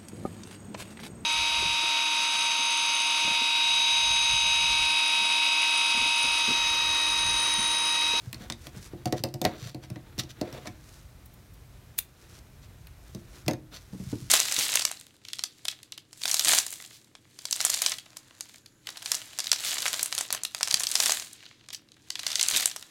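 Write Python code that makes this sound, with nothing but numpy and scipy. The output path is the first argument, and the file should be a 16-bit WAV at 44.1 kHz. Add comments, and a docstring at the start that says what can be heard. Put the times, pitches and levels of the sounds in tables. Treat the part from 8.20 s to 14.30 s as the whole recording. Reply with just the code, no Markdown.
"""Small steel scissors are picked up from a table, snip a strand of yarn and are laid down again.
Each blow sums noise bursts with damped modes of steel and table top; scrapes drive modes with friction noise.
The snip is shaped noise ringing the blades; hands pat and brush a crocheted mitten as soft pushes and slips.
A quiet room of filtered noise hums behind, with near reflections and a short diffuse tail on the sources.
The close microphone's gain control ducks after each loud knock and recovers."""
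import sys
import numpy as np
from scipy import signal
from scipy.fft import rfft, irfft
from scipy.io import wavfile
from scipy.ndimage import uniform_filter1d

SR = 44100
rng = np.random.default_rng(int(sys.argv[2]) if len(sys.argv) > 2 else 0)


def materialize(psi):
    """Save the field psi as 16-bit PCM at rate SR to the path in sys.argv[1].

    A 1-D psi becomes a single channel; in a 2-D psi each row is a channel.
    """
    bounded = np.clip(np.atleast_2d(psi).T, -1, 1)
    quanta = np.round(bounded * 32767).astype(np.int16)
    wavfile.write(sys.argv[1], SR, quanta)


N = 269010
TIME = np.arange(N) / SR  # s

# modes of the table top, deep ones first: f/Hz, relative level/dB, t60/s
TABLE_MODES = [(107, -6, .17), (131, 1, .19), (155, -4, .13), (197, -6, .12), (230, -2, .16),
               (270, -8, .14), (312, -1, .19), (345, -6, .28), (424, -11, .13), (512, -4, .1),
               (541, -1, .15), (625, 0, .14), (670, -9, .07), (726, -1, .15), (825, -11, .13),
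               (873, -13, .11), (920, -14, .11), (1040, -19, .11), (1232, -22, .11)]
# colour of the table's quickly damped modes: f/Hz, gain/dB
BODY_COLOUR = [(150, -18.5), (300, -2.5), (550, 6.5), (750, -1.5), (950, -6.5), (1300, -15.5), (2200, -17),
               (5000, -51.5)]


def amp(db):
    """Level to amplitude: 20 dB is a factor of ten."""
    return 10 ** (np.asarray(db) / 20)


def unit(x):
    """Power normalization: scales to rms 1."""
    return x / np.sqrt(np.mean(x ** 2) + 1e-20)


def crest(x, size):
    """Short-time power normalization: the loudest stretch of size samples gets rms 1."""
    power = uniform_filter1d(x ** 2, size, mode="constant")
    return x / np.sqrt(power.max() + 1e-20)


def read(points, hz):
    """Interpolation of a spectrum along a logarithmic frequency axis."""
    f, value = np.transpose(points)
    return np.interp(np.log(hz + 1), np.log(f + 1), value)


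def add(mix, s, sound):
    """Superposition: mixes a sound in at time s."""
    part = mix[max(round(s * SR), 0):][:len(sound)]
    part += sound[:len(part)]


def colour(x, points, size=4096):
    """Minimum-phase filtering: the log gain and its Hilbert transform give a causal response."""
    hz = abs(np.fft.fftfreq(size, 1 / SR))
    log_gain = np.log(amp(read(points, hz)))
    spectrum = np.exp(np.conj(signal.hilbert(log_gain)))
    taps = np.fft.ifft(spectrum).real[:size // 2]
    return signal.fftconvolve(x, taps)[:len(x)]


def low_cut(x, hz, order):
    """High-pass filtering: removes the bass below hz."""
    return signal.sosfilt(signal.butter(order, hz, "high", fs=SR, output="sos"), x)


def burst(points, decay_s, size=8192):
    """High modal density: many quickly damped modes act as decaying noise with the given colour."""
    decay = np.exp(-np.arange(size) / SR / decay_s)
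    return colour(rng.standard_normal(size) * decay, points)


def ring(modes, spot_db=0, spot_phase=0, detune=0.011, size=22050):
    """Modal decay: the spot struck sets each mode's strength and phase."""
    t = np.arange(size) / SR
    out = np.zeros(size)
    # each mode's pitch varies a little at random, so repeated blows sound less tonal
    spots = (2 * rng.random((len(modes), 3)) - 1) * [spot_db, spot_phase, detune]
    for (hz, db, t60), (more_db, phase, shift) in zip(modes, spots):
        decay = amp(db + more_db - 60 * t / t60)
        build_up = np.minimum(2 * hz * t, 1)  # half a cycle
        out += decay * build_up * np.sin(2 * np.pi * hz * (1 + shift) * t + phase)
    return out


def excite(drive, modes):
    """Forced vibration: the drive passes through a modal response of unit energy."""
    response = np.diff(ring(modes, spot_phase=np.pi, detune=0))
    return signal.fftconvolve(drive, response / np.linalg.norm(response))[:N]


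def grains(per_s, spread_db, smooth):
    """Stick-slip friction: tiny slips of uneven size over a smooth hiss."""
    happens = rng.random(N) < per_s / SR
    size = amp(spread_db * np.minimum(rng.exponential(1, N), 4))
    slips = happens * rng.choice([-1, 1], N) * size
    return unit(unit(slips) + smooth * rng.standard_normal(N))


def stroke(s, swell, fade):
    """Transient load: pressure builds up to time s and lets go, each side a half Gaussian."""
    return np.exp(-((TIME - s) / np.where(TIME < s, swell, fade)) ** 2)


def pressures(rows):
    """Incoherent addition: overlapping strokes add in power, one gain curve per level column."""
    shapes = np.array([stroke(*row[:3]) for row in rows])
    levels = amp(np.array(rows)[:, 3:])
    return np.sqrt(levels.T ** 2 @ shapes ** 2)


def air():
    """Stationary noise: steady room rumble and microphone hiss."""
    # background spectrum: f/Hz, relative level/dB
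    air_colour = [(15, -39.5), (25, -8.5), (55, -1), (129, -5), (169, -14.5), (313, -22.5), (421, -26.5),
                  (684, -26), (782, -29), (2120, -33), (2490, -32.5), (2700, -35.5), (10600, -40),
                  (13500, -38.5), (15500, -44)]
    hz = np.fft.rfftfreq(N, 1 / SR)
    spectrum = rfft(rng.standard_normal(N)) * amp(read(air_colour, hz))
    return amp(-50.5) * unit(irfft(spectrum, N))


def room(x, tail_db=-15, size=22050):
    """Reverberation: a few near reflections and a diffuse tail whose decay depends on frequency."""
    # decay of the tail: f/Hz, t60/s
    decay_times = [(100, 0.62), (400, 0.32), (1500, 0.28), (5000, 0.2), (15000, 0.15)]
    # near reflections: delay t/s, level/dB
    reflections = [(.0062, -25), (0.0109, -18), (0.0176, -22.5)]
    hz, t, z = signal.stft(rng.standard_normal(size), SR, nperseg=256)
    decay = amp(-60 * t / read(decay_times, hz)[:, None])
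    tail = signal.istft(z * decay, SR, nperseg=256)[1]
    tail *= np.minimum(np.arange(len(tail)) / SR / 0.013, 1)  # builds up over 13 ms
    tail *= amp(tail_db) / np.linalg.norm(tail)
    for s, db in reflections:
        add(tail, s, amp(db) * np.array([.5, .5]))  # the two-sample mean loses the top treble
    return x + signal.fftconvolve(x, tail)[:N]


def rustle(points, effort, rest_db, slips, uneven_db):
    """Modulated friction: fibres or skin catch and slip under an unsteady hand."""
    slow = uniform_filter1d(uniform_filter1d(rng.standard_normal(N), 700), 500)
    waver = amp(uneven_db * unit(slow))
    pressure = np.hypot(effort, amp(rest_db))  # the hands never hold quite still
    return unit(colour(slips, points)) * pressure * waver


def hands():
    """Sliding friction: sparse slips of wool fibres and denser slips of skin on the table."""
    # sweeps: t/s of the peak, swell t/s, fade t/s, wool level/dB, skin level/dB (before wavering)
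    sweeps = [(0.03, 0.039, 0.092, -59, -59), (0.23, 0.066, 0.085, -60, -55.5),
              (0.45, 0.051, 0.046, -54, -57), (0.58, 0.051, 0.028, -55.5, -51.5),
              (0.66, 0.071, 0.025, -52.5, -57.5), (0.9, 0.48, .15, -72, -60),
              (1.32, 0.025, 0.068, -67, -41), (1.9, 0.47, .35, -89, -60.5), (2.38, 0.21, 0.13, -58.5, -49),
              (2.74, 0.15, 0.09, -59, -62), (4.185, 0.27, 0.0098, -57.5, -56),
              (4.96, .15, .06, -62.5, -64.5), (5.19, 0.11, .05, -58, -57.5), (5.522, .008, 0.031, -65, -48),
              (5.61, 0.033, 0.076, -61, -78), (5.92, 0.16, 0.29, -51, -69)]
    # colour of rustling wool: f/Hz, gain/dB
    wool_colour = [(150, -2.5), (600, -11), (1500, -1.5), (3000, -2), (4500, 1), (5900, 2.5), (8000, -2),
                   (11000, -5), (16000, -14)]
    # colour of skin sliding on the table: f/Hz, gain/dB
    skin_colour = [(100, 10.5), (350, 12), (800, 0.5), (1500, 3.5), (2800, -4), (4000, -1.5), (7000, -41),
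                   (15000, -15)]
    on_wool, on_table = pressures(sweeps)
    fibre_slips = grains(per_s=600, spread_db=3.5, smooth=0.9)
    skin_slips = grains(per_s=2400, spread_db=1.0, smooth=1.5)
    wool = rustle(wool_colour, on_wool, rest_db=-72, slips=fibre_slips, uneven_db=-1.36)
    skin = rustle(skin_colour, on_table, rest_db=-66.5, slips=skin_slips, uneven_db=2.6)
    return wool + skin


def pats(wood_db=-6, damping=1.44):
    """Soft impact: a push of about one cycle scuffs dully and drives the table's low modes."""
    # fingers and wool landing: t/s, push level/dB, push f/Hz
    landings = [(0.069, -36.5, 129), (0.206, -41.5, 198), (0.566, -40, 170), (0.734, -44, 190),
                (0.999, -30.5, 142), (1.238, -27, 199), (1.421, -29.5, 133), (1.456, -30.5, 142),
                (1.712, -33.5, 151), (1.982, -32.5, 151), (4.95, -38.5, 194), (5.267, -29, 129),
                (5.730, -34.5, 180), (5.747, -42, 258), (5.799, -33.5, 183), (5.866, -35, 141),
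                (5.928, -27, 270), (5.95, -39, 102), (6.019, -34.5, 144)]
    # colour of wool scuffing the table: f/Hz, gain/dB
    scuff_colour = [(120, 8.5), (280, -24.5), (390, 10), (560, -8), (1200, -17), (2500, -27), (8000, -46)]
    out, wood = np.zeros(N), ring(TABLE_MODES)
    t = np.arange(len(wood)) / SR
    for s, db, hz in landings:
        push = t * hz * np.exp(-t * hz * damping) * np.sin(2 * np.pi * hz * t)
        after = signal.fftconvolve(push, wood)[:len(t)]
        # a quicker push scuffs more: 24 dB per octave up to 240 Hz, 2.5 dB under the push from there on
        scuff_db = db - 2.5 + 24 * min(np.log2(hz / 240), 0)
        add(out, s, amp(db) * crest(push, size=256))
        add(out, s, amp(db + wood_db) * crest(after, size=256))
        add(out, s, amp(scuff_db) * crest(burst(scuff_colour, decay_s=0.011), size=256))
    return out


def scrapes(uneven=0.3, handles_db=-9, ring_db=-4, body_db=-3):
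    """Friction-driven vibration: steel slips hiss, sing in the handles, grate and drum in the table."""
    # steel sliding on table or steel: t/s of the peak, swell t/s, fade t/s, hiss level/dB,
    # table drive level/dB (before ring_db and body_db)
    slides = [(0.235, 0.042, .016, -52, -54), (0.468, 0.014, 0.0087, -55, -50.5),
              (0.877, .006, 0.0077, -44, -52), (0.978, 0.013, 0.025, -39.5, -48),
              (1.268, .008, 0.076, -46.5, -41), (1.47, 0.097, .04, -39.5, -50.5),
              (1.64, 0.017, 0.02, -49, -55), (1.995, 0.0062, 0.013, -29, -49),
              (2.108, .014, 0.01, -43, -58), (2.285, 0.032, 0.018, -56, -44),
              (2.375, 0.036, .016, -48.5, -41), (2.459, 0.0071, .012, -50, -39),
              (2.473, 0.0068, 0.0075, -39.5, -51), (4.44, 0.018, 0.02, -55.5, -64),
              (5.553, 0.024, 0.027, -42, -59)]
    # colour of the steel's hiss: f/Hz, gain/dB
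    hiss_colour = [(300, -17), (1000, -17.5), (2800, -1), (4000, 2.5), (5400, 2), (7500, -5), (10500, -9.5),
                   (15500, -15)]
    # colour of steel grating on the surface: f/Hz, gain/dB
    grate_colour = [(400, -49), (1000, 5), (1450, 4), (2000, 4.5), (3000, -1), (5000, -0.5), (12000, -61)]
    # scissor handles, damped by the fingers: f/Hz, relative level/dB, t60/s
    handle_modes = [(3850, -3, .008), (4500, -2, .009), (5400, 0, .01), (6100, -2, .008), (7400, -6, .005)]
    # the steel sticks and lets go
    catch = np.exp(uneven * unit(uniform_filter1d(rng.standard_normal(N), 130)))
    slips = catch * grains(per_s=2600, spread_db=3.5, smooth=0.51)
    hiss, drum = pressures(slides)
    # the grating follows the hiss by 0.34 and the table drive by the rest
    grate = amp(-1) * hiss ** 0.34 * drum ** (1 - 0.34)
    steel = hiss * unit(colour(slips, hiss_colour))
    handles = amp(handles_db) * excite(slips * hiss, handle_modes)
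    grating = grate * unit(colour(slips, grate_colour))
    table = amp(ring_db) * excite(slips * drum, TABLE_MODES)
    body = amp(body_db) * drum * unit(colour(slips, BODY_COLOUR))
    return steel + handles + grating + table + body


def knocks(chink_db=-1, ping_db=-2, ping_s=0.0022, body_db=-4, count=8):
    """Hard impact: a blow ticks, chinks in the steel, clacks and excites middle and deep table modes."""
    # steel on the table: t/s, steel level/dB (before chink_db and ping_db), table thump level/dB,
    # tick over steel level/dB, clack over steel level/dB, ping f/Hz
    blows = [(0.129, -40.5, -44, 6.5, -3, 4260), (0.1447, -40.5, -45.5, -7, -13, 4370),
             (0.3, -30.5, -36.5, -9, -5.5, 3600), (0.3229, -33.5, -54, -16, -13, 3720),
             (0.469, -43.5, -46, 1.5, -4.5, 3240), (0.734, -67, -35.5, -3, 1, 5000),
             (0.8566, -32.5, -24.5, -4, -10, 4580), (0.9249, -29.5, -22, -4, -9, 5540),
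             (1.0376, -22.5, -23, -3, -15, 5030), (1.087, -47, -38, -8, -18, 4370),
             (1.1407, -33, -29, -2.5, -16.5, 5300), (1.2156, -27, -24, -1.5, -23, 3570),
             (1.2422, -38, -24.5, -5, -1, 5700), (1.251, -19, -19, -5.5, -1, 4260),
             (1.546, -41, -29.5, -3.5, -16, 4300), (1.637, -48.5, -47, -14, 1, 3210),
             (1.7013, -46.5, -36, 1.5, -10, 5360), (1.759, -50, -35.5, -12, 5, 3280),
             (1.98, -39, -36.5, -7, -9, 5450), (1.988, -35.5, -43, -3, -22, 5460),
             (2.0354, -43.5, -39.5, -7, -17, 5670), (2.213, -34.5, -25, -6, -12.5, 4360),
             (2.3268, -43.5, -35.5, -2, -10, 5600), (2.4724, -39.5, -38.5, -13, -0.5, 5750),
             (4.67, -56.5, -64, 8, -1, 4470), (4.948, -44.5, -38.5, -4, -16, 6200),
             (5.2628, -47.5, -44, -8, -4, 5160), (5.281, -25.5, -22.5, 1, -8, 4330),
             (5.3104, -35, -26.5, -6, -8, 6400), (5.334, -39.5, -33.5, -2, -2.5, 6370)]
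    # colour of the tick: f/Hz, gain/dB
    tick_colour = [(800, -48), (2500, 8), (5000, -9), (8000, -6.5), (10000, -3.5), (13500, -0.5),
                   (16000, -7)]
    # colour of the steel's chink: f/Hz, gain/dB
    chink_colour = [(1000, -30), (2800, -6), (4200, 7), (5500, 6), (7000, 1.5), (9500, -2.5), (16000, -54)]
    # colour of the clack on the surface: f/Hz, gain/dB
    clack_colour = [(400, -11), (900, -2), (1100, -2.5), (1400, -7.5), (2050, 3), (2700, -13.5),
                    (4000, -8.5), (8000, -64)]
    out, t = np.zeros(N), np.arange(2048) / SR
    for s, steel, deep, tick, clack, hz in blows:
        # a harder blow is shorter, so middle modes grow faster than deep ones: 1.74 dB per dB,
        # equally loud at a thump of -18.5 dB
        middle = -18.5 + 1.74 * (deep + 18.5)
        # the grip picks out one short resonance of the steel
        ping = np.exp(-t / ping_s) * np.sin(2 * np.pi * hz * t)
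        middle_ring = ring(TABLE_MODES[count:], spot_db=6.5, spot_phase=2.15)
        deep_ring = ring(TABLE_MODES[:count], spot_db=6, spot_phase=2.42)
        add(out, s, amp(steel + tick) * crest(burst(tick_colour, decay_s=0.0024), size=128))
        add(out, s, amp(steel + chink_db) * crest(burst(chink_colour, decay_s=0.0027), size=128))
        add(out, s, amp(steel + ping_db) * crest(ping, size=128))
        add(out, s, amp(steel + clack) * crest(burst(clack_colour, decay_s=0.008), size=256))
        # every spot of the table also has its own quickly damped modes
        add(out, s, amp(middle + body_db) * crest(burst(BODY_COLOUR, decay_s=0.022), size=256))
        add(out, s, amp(middle) * crest(middle_ring, size=256))
        add(out, s, amp(deep) * crest(deep_ring, size=256))
    return out


def snip(shut_s=3.7878, shut_db=-16.5, blades_db=-18):
    """Fracture and impact: fibres part between closing blades, which snap shut and ring briefly."""
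    # blades shearing wool: t/s of the peak, swell t/s, fade t/s, level/dB
    cuts = [(3.06, 0.0033, 0.0058, -46), (3.140, .004, 0.0074, -51), (3.340, .004, .006, -53),
            (3.7855, 0.0049, 0.0046, -23.5)]
    # colour of the parting wool: f/Hz, gain/dB
    shear_colour = [(300, -45), (1500, -19), (3600, -14), (6500, -12.5), (10400, -9), (13000, -4),
                    (14800, -8), (16000, 0)]
    # colour of the blades snapping shut: f/Hz, gain/dB
    snap_colour = [(300, -30), (1700, -13.5), (2600, -12.5), (3550, -2), (5500, -11.5), (9000, -4),
                   (10400, -2), (12300, 5.5), (14000, -4), (16000, -5.5)]
    # scissor blades: f/Hz, relative level/dB, t60/s
    blade_modes = [(3530, 0, 0.046), (4620, -7, 0.12), (8800, -9, .05), (9130, -8, .05), (11300, -6, .06),
                   (11300, -2, 0.054), (11550, -8, .07), (12400, -5, 0.058), (13350, 4, 0.055),
                   (13120, -5, .07), (14000, -1, 0.055), (14535, -5, 0.056), (14960, 20, 0.06)]
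    force = sum(amp(db) * stroke(s, swell, fade) for s, swell, fade, db in cuts)
    shear = force * unit(colour(rng.standard_normal(N), shear_colour))
    add(shear, shut_s, amp(shut_db) * crest(burst(snap_colour, decay_s=0.0026), size=96))
    return shear + amp(blades_db) * excite(shear, blade_modes)


def scene():
    """Superposition of scissors, hands and wool on the table, in the reverberant room."""
    # low cut: keeps the blows and pats free of deep rumble
    blows = low_cut(knocks() + pats(), hz=68.4, order=3)
    sources = blows + scrapes() + snip() + hands()
    return (room(sources) + air())[None]


def record(dry, threshold_db=-35, slope=0.43, recover_db_per_s=45, attack_s=0.079, edge_hz=15950):
    """Dynamic compression: gain eases down after loud blows and recovers; then the band is limited."""
    power_db = 10 * np.log10(abs(uniform_filter1d(dry[0] ** 2, 400)) + 1e-12)
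    # peaks are held and fall at a steady rate
    fall = TIME * recover_db_per_s
    held_db = np.maximum.accumulate(power_db + fall) - fall
    over_db = np.maximum(held_db - threshold_db, 0)
    r = np.exp(-1 / (attack_s * SR))
    reduction_db = slope * signal.lfilter([1 - r], [1, -r], over_db)
    ducked = low_cut(dry / amp(reduction_db), hz=33.4, order=6)  # the microphone's low cut
    band_limit = signal.firwin(511, edge_hz, window=("kaiser", 9), fs=SR)
    return signal.oaconvolve(ducked, band_limit[None], "same")


dry = scene()
out = record(dry)
materialize(out)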